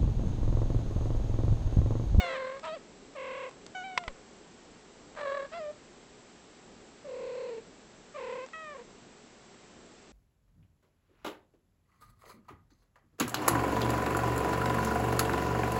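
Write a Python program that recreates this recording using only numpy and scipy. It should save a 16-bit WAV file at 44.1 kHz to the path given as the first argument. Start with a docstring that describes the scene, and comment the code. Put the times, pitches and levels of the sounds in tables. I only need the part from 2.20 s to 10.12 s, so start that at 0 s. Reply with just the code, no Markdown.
"""A quiet room with a bed, where two cats call in fluttering trills and clear, mostly falling chirps.
Each call is a stack of harmonics shaped by a throat colour, with breath noise puffing once a cycle.
Small ticks, creaks and a short grunt from mouth and throat are brief ringing noise bursts.
The camera's case clicks in the hand as decaying modes, with a rattle and, on the last click, a thump.
Under it lie shaped room noise and hiss, with mains hum and the camera's whine as steady tones."""
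import sys
import numpy as np
from scipy import signal
from scipy.fft import rfft, irfft, next_fast_len
from scipy.io import wavfile
from scipy.ndimage import map_coordinates

SR = 44100
rng = np.random.default_rng(int(sys.argv[2]) if len(sys.argv) > 2 else 0)


def wrap_up_sound(samples):
    """Save the sound to the file named by the first command line argument, as 16-bit audio."""
    columns = np.atleast_2d(samples).T
    # keep every value between -1 and 1, then stretch to whole-number steps
    tamed = np.clip(columns, -1, 1)
    steps = np.round(tamed * 32767).astype(np.int16)
    wavfile.write(sys.argv[1], SR, steps)


N = 349272

# Colour of room noise and hiss: pitch_hz [Hz], level_db [dB per Hz, relative]
AIR_COLOUR = [(12, -40.5), (20, -4.5), (49, -9.5), (91, -10), (224, -2), (380, -3.5), (410, 1.5), (454, -4),
              (732, -9), (809, -8.5), (873, -10), (3310, -17), (7050, -20), (7600, -15.5), (8200, -24),
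              (10700, -65.5), (18000, -120)]
# Mains hum and camera whine: pitch_hz [Hz], level_db [dB rms]
STEADY_TONES = [(60, -78.5), (120, -82.5), (180, -73.5), (217, -72), (240, -71.5), (360, -71.5), (742, -75),
                (7622, -77), (7651, -76), (7682, -86)]
AIR_LEVEL_DB = -55.46
LOW_NOISE_START_DB, LOW_NOISE_END_DB = 2.15, -0.3  # the low room noise eases off slowly

# Hoarse moments: centre_s [s], half_length_s [s], added_rasp [0-1], period_doubling [0-1]
HOARSE_MOMENTS = [(0.127, 0.057, 0.04, 0.06), (0.444, 0.011, 0.3, 0.1), (0.467, 0.026, 0.7, 1),
                  (1.303, 0.01, 0.9, 0.2), (2.985, 0.035, 1, 0.54), (3.333, .014, 0.5, 0.05),
                  (3.368, 0.017, .2, 0.4), (6.594, 0.028, 0.9, 0.3)]
# Upper mouth resonance rising as the jaw moves:
# start_s [s], end_s [s], start_hz [Hz], end_hz [Hz], boost_db [dB]
JAW_SWEEPS = [(0.47, .56, 3350, 4840, 12), (3.336, 3.406, 2720, 5100, 7), (4.988, 5.37, 3640, 4540, 2.5)]

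# Trills: start_s [s], crest_s [s], end_s [s], held_pitch_hz [Hz], settling_s [s], closing_glide_hz [Hz],
# level_db [dB], droop_db [dB, towards both ends], overtone_droop_db [dB, further],
# second_db and third_db [dB, harmonics relative to the level]
TRILL_CALLS = [(0.0, 0.178, 0.405, 525.6, 0.012, 23.5, -38, 9, 0.5, -6, -12),
               (0.949, 1.145, 1.302, 527.6, 0.022, 4, -42, 1.5, 2.5, -4.5, -13),
               (2.958, 3.11, 3.278, 551.7, 0.062, -7.5, -35.5, 10, 1, -6, -9.5),
               (4.842, 5.21, 5.41, 496.6, 0.036, -63, -39, 4, 3, -16.5, -27.5),
               (5.939, 6.11, 6.264, 483, 0.044, 39.5, -40, 4.5, -4.5, -7.5, -18.5)]
# Larynx flutter of each trill: first_dip_s [s], rate [beats/s], slowing [beats/s each s],
# steady_ending_s [s], pitch_swing [share], level_swing_db [dB], pitch_jitter [share], rasp [0-1]
TRILL_FLUTTERS = [(.008, 44.65, 12, 0, .04, 5, .023, .36), (.971, 44.65, 40, 0, .125, 3, .02, .29),
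                  (2.9605, 48.9, 42, 0, .055, 8.5, .018, .22), (4.8566, 41.4, 18, 0, .21, 5, .024, .5),
                  (5.9475, 37.4, 22, .06, .17, 4.5, .014, .27)]
# Throat colour of each trill: pitch_hz [Hz], level_db [dB, relative]
TRILL_COLOURS = [
    [(1600, 4.5), (2150, 3), (2700, -12), (4200, -9), (5200, -35.5), (8000, -37.5)],
    [(1600, -3.5), (2150, 1.5), (2700, -2), (3300, -11), (4200, -19.5), (5200, -36)],
    [(1700, 1.5), (2200, -9), (2700, -15.5), (3300, -17.5), (4100, -14.5), (5200, -35.5), (8000, -33)],
    [(1500, -5), (2100, -0.5), (2700, -1.5), (3300, -16.5), (4250, -5.5), (5200, -27), (8000, -25)],
    [(1500, -1), (2100, 2.5), (2650, 0), (3300, -11), (4200, -15), (7000, -28)],
]
TRILL_ONSET_HZ = 614  # every trill starts high and settles on its held pitch
TRILL_GLIDE_S = 0.16  # length of the closing glide
TRILL_ATTACK_S, TRILL_RELEASE_S = 0.012, 0.025
TRILL_WANDER = 0.012  # share by which the pitch wanders
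FLUTTER_ONSET_S, FLUTTER_STOP_S = 0.06, 0.023  # the flutter grows in and dies away
FLUTTER_SPREAD = 0.3  # share by which the beats differ in depth
FLUTTER_STAGGER = 0.07  # beats by which the dips come early or late

# Pitch of each chirp: time_s [s], pitch_hz [Hz]
CHIRP_GLIDES = [
    [(0.0, 743), (0.034, 707), (0.126, 649.6), (0.134, 655.7), (0.168, 590), (0.18, 538.2), (0.185, 531.5)],
    [(0.427, 636.2), (0.477, 633.9), (0.519, 620), (0.549, 673), (0.559, 600), (0.582, 503.9)],
    [(1.547, 752.6), (1.629, 729), (1.645, 780)],
    [(1.635, 776), (1.649, 773), (1.715, 747), (1.837, 695.0), (1.879, 633), (1.907, 530), (1.922, 534)],
    [(3.315, 609), (3.341, 667.5), (3.383, 698), (3.405, 631), (3.461, 592), (3.487, 595.5), (3.522, 609)],
    [(6.333, 644), (6.417, 636.4), (6.535, 578), (6.549, 526), (6.573, 562), (6.589, 478), (6.615, 476),
     (6.63, 507.8)],
]
# Chirps: attack_s [s], mouth_shuts_s [s], opening_overtone_accent_db [dB],
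# starting levels of harmonics 1, 2, 3 [dB], their drifts [dB per s]
CHIRP_CALLS = [(0.00095, 0.185, 3.9, -36.5, -46.5, -39.5, -78, -8, -39),
               (0.016, 0.562, 0.5, -42, -41.5, -59, 22, -69, 38),
               (0.006, 1.65, 0.5, -40, -42.5, -48, -50, -45, -83),
               (0.0072, 1.888, 2, -41.5, -53, -47, -34, -22, -74),
               (0.022, 3.52, 0.5, -41, -46.5, -49.5, 16, -62.5, -71),
               (0.003, 6.543, 3.7, -59.5, -48.5, -47, 60, 3, -29)]
# Throat colour of each chirp: pitch_hz [Hz], level_db [dB, relative]
CHIRP_COLOURS = [
    [(2050, -2.5), (2730, -10), (3400, -12), (4100, -13.5), (4800, -29), (5800, -27.5), (8000, -31)],
    [(1900, 2.5), (2530, 1.5), (3170, -0.5), (4430, -13.5), (5100, -16), (5700, -30), (7000, -27)],
    [(2250, 5), (3000, 3.5), (3750, -7), (5250, -17), (6000, -10), (6750, -8.5), (7500, -50)],
    [(2250, 6.5), (3000, -2), (3750, -6), (5250, -27), (6500, -26), (7500, -44)],
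    [(1900, 1), (2550, -5.5), (3800, -14), (4400, -18), (5100, -12), (5700, -27), (6400, -29)],
    [(1900, 6.5), (2480, 0.5), (3100, -9), (3700, -10.5), (4330, -40), (5000, -47.5)],
]
# Roughness of each chirp: pitch_jitter [share], rasp [0-1]
CHIRP_ROUGHNESS = [(.018, .22), (.014, .13), (.003, .04), (.004, .04), (.011, .1), (.003, .05)]
CHIRP_RELEASE_S = 0.015
CHIRP_ACCENT_S = 0.023  # time constant of the opening accent
SHUT_S, SHUT_DB = 0.018, 6  # as the mouth shuts, harmonics from the third up drop this fast and this far
SHUT_FADE_DB_PER_S = 88  # from then on all overtones fade
CREAK_PER_S, CREAK_DB = 29.5, 11  # slow pulses around and after the shutting: rate and depth

# Echo decay: pitch_hz [Hz], t60_s [s]
ECHO_DECAY = [(200, 0.2), (2000, 0.49), (8000, 0.092)]

# Mouth and throat, small ticks, creaks and a short grunt:
# time_s [s], level_db [dB, before a trim], ring_hz [Hz]
MOUTH_BURSTS = [(0.395, -34, 4200), (0.433, -36.5, 640), (0.454, -30.5, 960), (0.961, -38.5, 600),
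                (1.293, -32.5, 608), (1.312, -37.5, 600), (1.465, -29.5, 6030), (1.983, -40, 972),
                (2.951, -37, 610), (3.317, -41.5, 646), (6.263, -33, 600), (6.287, -37, 600),
                (6.332, -36.5, 1940), (7.345, -47, 616)]
# Colour of a burst before its ring: pitch_hz [Hz], level_db [dB, relative]
BURST_COLOUR = [(200, -41), (600, 1.5), (1200, -2), (2500, -7), (4000, -8.5), (8000, -12)]

# Case clicks: time_s [s], level_db [dB, before trims], thump_db [dB, before its envelope]
CASE_CLICKS = [(1.7761, -10.5, -76), (1.837, -33.5, -78), (1.8790, -21.5, -29)]
# Ringing modes of the plastic case: pitch_hz [Hz], level_db [dB, relative], t60_s [s]
CASE_MODES = [(1016, -1, 0.027), (1473, -2, 0.02), (2040, 7.5, 0.012), (3030, -2, 0.014),
              (3550, -22, 0.014), (5000, -17.5, 0.016), (7100, -27.5, 0.0037)]
# Colour of the rattle after a click: pitch_hz [Hz], level_db [dB, relative]
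RATTLE_COLOUR = [(200, -21), (900, 2), (2200, -3), (4000, -8), (8000, -27)]

BAND_LIMIT_HZ = 8300


def amp(db):
    """Decibels to gain."""
    return 10 ** (np.asarray(db) / 20)


def unit(x):
    """Scale to rms 1."""
    return x / np.sqrt(np.mean(x ** 2) + 1e-20)


def along(points, hz):
    """Read (Hz, value) points on a log frequency axis."""
    f, v = np.transpose(points)
    return np.interp(np.log(hz + 1), np.log(f + 1), v)


def curves(rows):
    """The times of a call's samples, then each column at those times."""
    s, *cols = np.transpose(rows)
    t = np.arange(max(round(s[0] * SR), 0), round(s[-1] * SR)) / SR
    return [t] + [np.interp(t, s, c) for c in cols]


def wobble(rate, size):
    """A smooth random curve with rate knots a second."""
    knots = rng.standard_normal(SR // 2)
    return map_coordinates(knots, [np.arange(size) * rate / SR], mode="wrap")


def filtered(x, response):
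    """Shape the spectrum of x by a response of frequency."""
    m = next_fast_len(len(x) + SR // 8)
    spectrum = rfft(x, m) * response(np.fft.rfftfreq(m, 1 / SR))
    return irfft(spectrum, m)[:len(x)]


def noise(colour, size):
    """Noise of rms 1 with the given (Hz, dB) colour."""
    white = rng.standard_normal(max(size, SR))[:size]
    return unit(filtered(white, lambda hz: amp(along(colour, hz))))


def add(track, s, sound):
    """Mix a sound into the track at s seconds."""
    part = track[max(round(s * SR), 0):][:len(sound)]
    part += sound[:len(part)]


def gate(t, attack_s, release_s):
    """Attack, hold and release over the times t."""
    attack = np.clip((t - t[0]) / attack_s, 0, 1)
    return attack * np.clip((t[-1] - t) / release_s, 0, 1)


def background():
    """Hiss over low room noise that drifts slowly, with hum and whine slightly unsteady in phase."""
    t = np.arange(N) / SR
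    tones = sum(amp(db) * np.sqrt(2) * np.sin(2 * np.pi * hz * t + 0.5 * wobble(3.9, N))
                for hz, db in STEADY_TONES)
    air = amp(AIR_LEVEL_DB) * noise(AIR_COLOUR, N)
    low = filtered(air, lambda hz: 1 / (1 + (hz / 700) ** 4))
    hiss = air - low
    drift_db = np.linspace(LOW_NOISE_START_DB, LOW_NOISE_END_DB, N)
    return hiss + low * amp(drift_db + 1.1 * wobble(8, N)) + tones


def jaw_sweep_db(t, hz):
    """Boost that the rising mouth resonance gives to frequencies hz at times t."""
    total_db = 0
    for start, end, from_hz, to_hz, boost_db in JAW_SWEEPS:
        centre_hz = np.interp(t, [start, end], [from_hz, to_hz])
        active = (t > start) & (t < end)
        total_db = total_db + boost_db * active * np.exp(-((hz - centre_hz) / 400) ** 2)
    return total_db


def voice(t, pitch, first_db, second_db, third_db, throat, jitter, shimmer_db, rasp):
    """Vocal folds: harmonics of an unsteady pitch, with turbulence that puffs once a cycle."""
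    hoarse, doubling = sum(np.outer([r, d], np.exp(-((t - s) / half) ** 4))
                           for s, half, r, d in HOARSE_MOMENTS)
    unsteady_pitch = pitch * (1 + (jitter + 0.043 * hoarse) * wobble(450, len(t)))
    phase = 2 * np.pi * np.cumsum(unsteady_pitch) / SR

    # the throat colour is relative to the third harmonic, whose level is given
    orders = np.arange(3, 15)[:, None]
    hz = orders * pitch
    gains = amp(third_db + along(throat, hz) + jaw_sweep_db(t, hz) - along(throat, 3 * pitch))
    # the throat delays each harmonic differently
    upper = np.sum(gains * np.sin(orders * phase + orders ** 2), axis=0)
    lower = amp(first_db) * np.sin(phase) + amp(second_db) * np.sin(2 * phase)
    tone = np.sqrt(2) * (lower + upper) * amp(shimmer_db * wobble(300, len(t)))

    # alternate strong and weak cycles put lines halfway between the harmonics
    halves = 2 * amp(second_db) * np.sin(3 * phase / 2) + amp(third_db) * np.sin(5 * phase / 2)
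    halves = doubling * halves

    breath_colour = [(200, -7.5), (650, -11.5), (1000, 3.5)] + [(f, 0.73 * db) for f, db in throat]
    puffs = unit(noise(breath_colour, len(t)) * (1 + np.sin(phase)))
    turbulence = (rasp + hoarse) * np.hypot(amp(second_db), 1.9 * amp(third_db)) * puffs
    return gate(t, 0.0011, 0.0011) * (tone + halves + turbulence) / np.sqrt(1 + hoarse ** 2)


def flutter(t, first_dip, rate, slowing, steady_s):
    """Rounded arches between sharp dips, about zero on average; the uneven beat slows as the call goes on."""
    age = t - first_dip
    beats = rate * age - slowing * age ** 2 / 2 + FLUTTER_STAGGER * wobble(18, len(t))
    arch = np.abs(np.sin(np.pi * beats)) - 2 / np.pi
    grow = np.clip((t - t[0]) / FLUTTER_ONSET_S, 0, 1)
    stop = np.clip((t[-1] - steady_s - t) / FLUTTER_STOP_S, 0, 1)
    return arch * grow * stop * (1 + FLUTTER_SPREAD * wobble(25, len(t)))


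def trills():
    """Through a nearly closed mouth: pitch settles, and each larynx flutter dips pitch and level together."""
    track = np.zeros(N)
    for row, manner, throat in zip(TRILL_CALLS, TRILL_FLUTTERS, TRILL_COLOURS):
        start, crest, end, held_hz, settle_s, glide_hz, db, droop_db, dulling_db, second_db, third_db = row
        *pace, swing, swing_db, jitter, rasp = manner
        t, off_crest = curves([(start, -1), (crest, 0), (end, 1)])
        roll = flutter(t, *pace)

        settling = (TRILL_ONSET_HZ - held_hz) * np.exp(-((t - t[0]) / settle_s) ** 2)
        closing = glide_hz * np.clip(1 - (end - t) / TRILL_GLIDE_S, 0, 1)
        pitch = held_hz + settling + closing
        pitch = pitch * (1 + swing * roll + TRILL_WANDER * wobble(30.3, len(t)))

        level_db = db - droop_db * off_crest ** 2 + swing_db * roll
        overtone_db = level_db - dulling_db * off_crest ** 2
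        call = voice(t, pitch, level_db, overtone_db + second_db, overtone_db + third_db,
                     throat, jitter, shimmer_db=1.53, rasp=rasp)
        add(track, t[0], call * gate(t, TRILL_ATTACK_S, TRILL_RELEASE_S))
    return track


def chirps():
    """Open-mouthed calls on a gliding pitch; as the mouth shuts, overtones dull and a creak pulses the level."""
    track = np.zeros(N)
    for glide, row, throat, (jitter, rasp) in zip(CHIRP_GLIDES, CHIRP_CALLS, CHIRP_COLOURS, CHIRP_ROUGHNESS):
        attack_s, shut, accent_db, *harmonics = row
        t, pitch = curves(glide)
        age = t - t[0]
        since_shut = np.maximum(t - shut, 0)

        start_db, drift = np.reshape(harmonics, (2, -1, 1))
        first_db, second_db, third_db = start_db + drift * age
        bright_db = accent_db * np.exp(-age / CHIRP_ACCENT_S) - SHUT_FADE_DB_PER_S * since_shut
        muffle_db = SHUT_DB * np.minimum(since_shut / SHUT_S, 1)

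        # held at -0.5, full level, until half a pulse before the mouth shuts
        pulses = np.maximum(CREAK_PER_S * (t - shut), -0.5)
        creak = amp(-CREAK_DB * (1 - np.abs(np.sin(np.pi * pulses))) ** 2)
        call = voice(t, pitch, first_db, second_db + bright_db, third_db + bright_db - muffle_db,
                     throat, jitter, shimmer_db=0.55, rasp=rasp)
        add(track, t[0], call * creak * gate(t, attack_s, CHIRP_RELEASE_S))
    return track


def room_echo(x):
    """The soft furnishings leave a short dull echo: noise dying at its own rate in each band."""
    hz, t, z = signal.stft(rng.standard_normal(SR // 3), SR, nperseg=256)
    decay = amp(-60 * t / along(ECHO_DECAY, hz)[:, None])
    tail = signal.istft(z * decay, SR, nperseg=256)[1]
    delayed = np.pad(tail, (SR // 200, 0))  # 5 ms before the echo begins
    return signal.fftconvolve(x, delayed / np.linalg.norm(tail))[:N]


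def mouth_bursts():
    """Mouth and throat: small ticks, creaks and a short grunt, each a brief ringing burst."""
    track, t = np.zeros(N), np.arange(SR // 16) / SR
    for s, db, ring_hz in MOUTH_BURSTS:
        raw = noise(BURST_COLOUR, len(t))
        burst = unit(filtered(raw, lambda hz: 1 + 2.3 / (1 + ((hz - ring_hz) / 450) ** 2)))
        add(track, s, amp(db - 7 - 60 * t / 0.014) * burst)
    return track


def clicks():
    """The plastic case snaps and rattles briefly; the last of the clicks also thumps the microphone."""
    track, t = np.zeros(N), np.arange(SR // 8) / SR
    for s, db, thump_db in CASE_CLICKS:
        ring = sum(amp(level - 60 * t / t60) * np.cos(2 * np.pi * hz * t) for hz, level, t60 in CASE_MODES)
        ring = ring * (1 - np.exp(-t / 0.0005))  # soften the very first instant
        rattle = noise(RATTLE_COLOUR, len(t)) * amp(-60 * t / 0.024)
        thump = (1 - t / 0.012) * np.exp(-t / 0.013) * (1 - np.exp(-t / 0.0012))
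        add(track, s, amp(db - 7.5) * ring)
        add(track, s + 0.00084, amp(db - 8.5) * rattle)
        add(track, s, amp(thump_db) * thump)
    return track


def scene():
    """The cats with their echo in the room, the clicks dry at the microphone, all over the background."""
    cats = trills() + chirps() + mouth_bursts()
    echo = amp(-19) * room_echo(cats)
    return (cats + echo + clicks() + background())[None]


def record(dry):
    """The camera keeps nothing above its band limit."""
    return filtered(dry[0], lambda hz: hz < BAND_LIMIT_HZ)[None]


dry = scene()
out = record(dry)
wrap_up_sound(out)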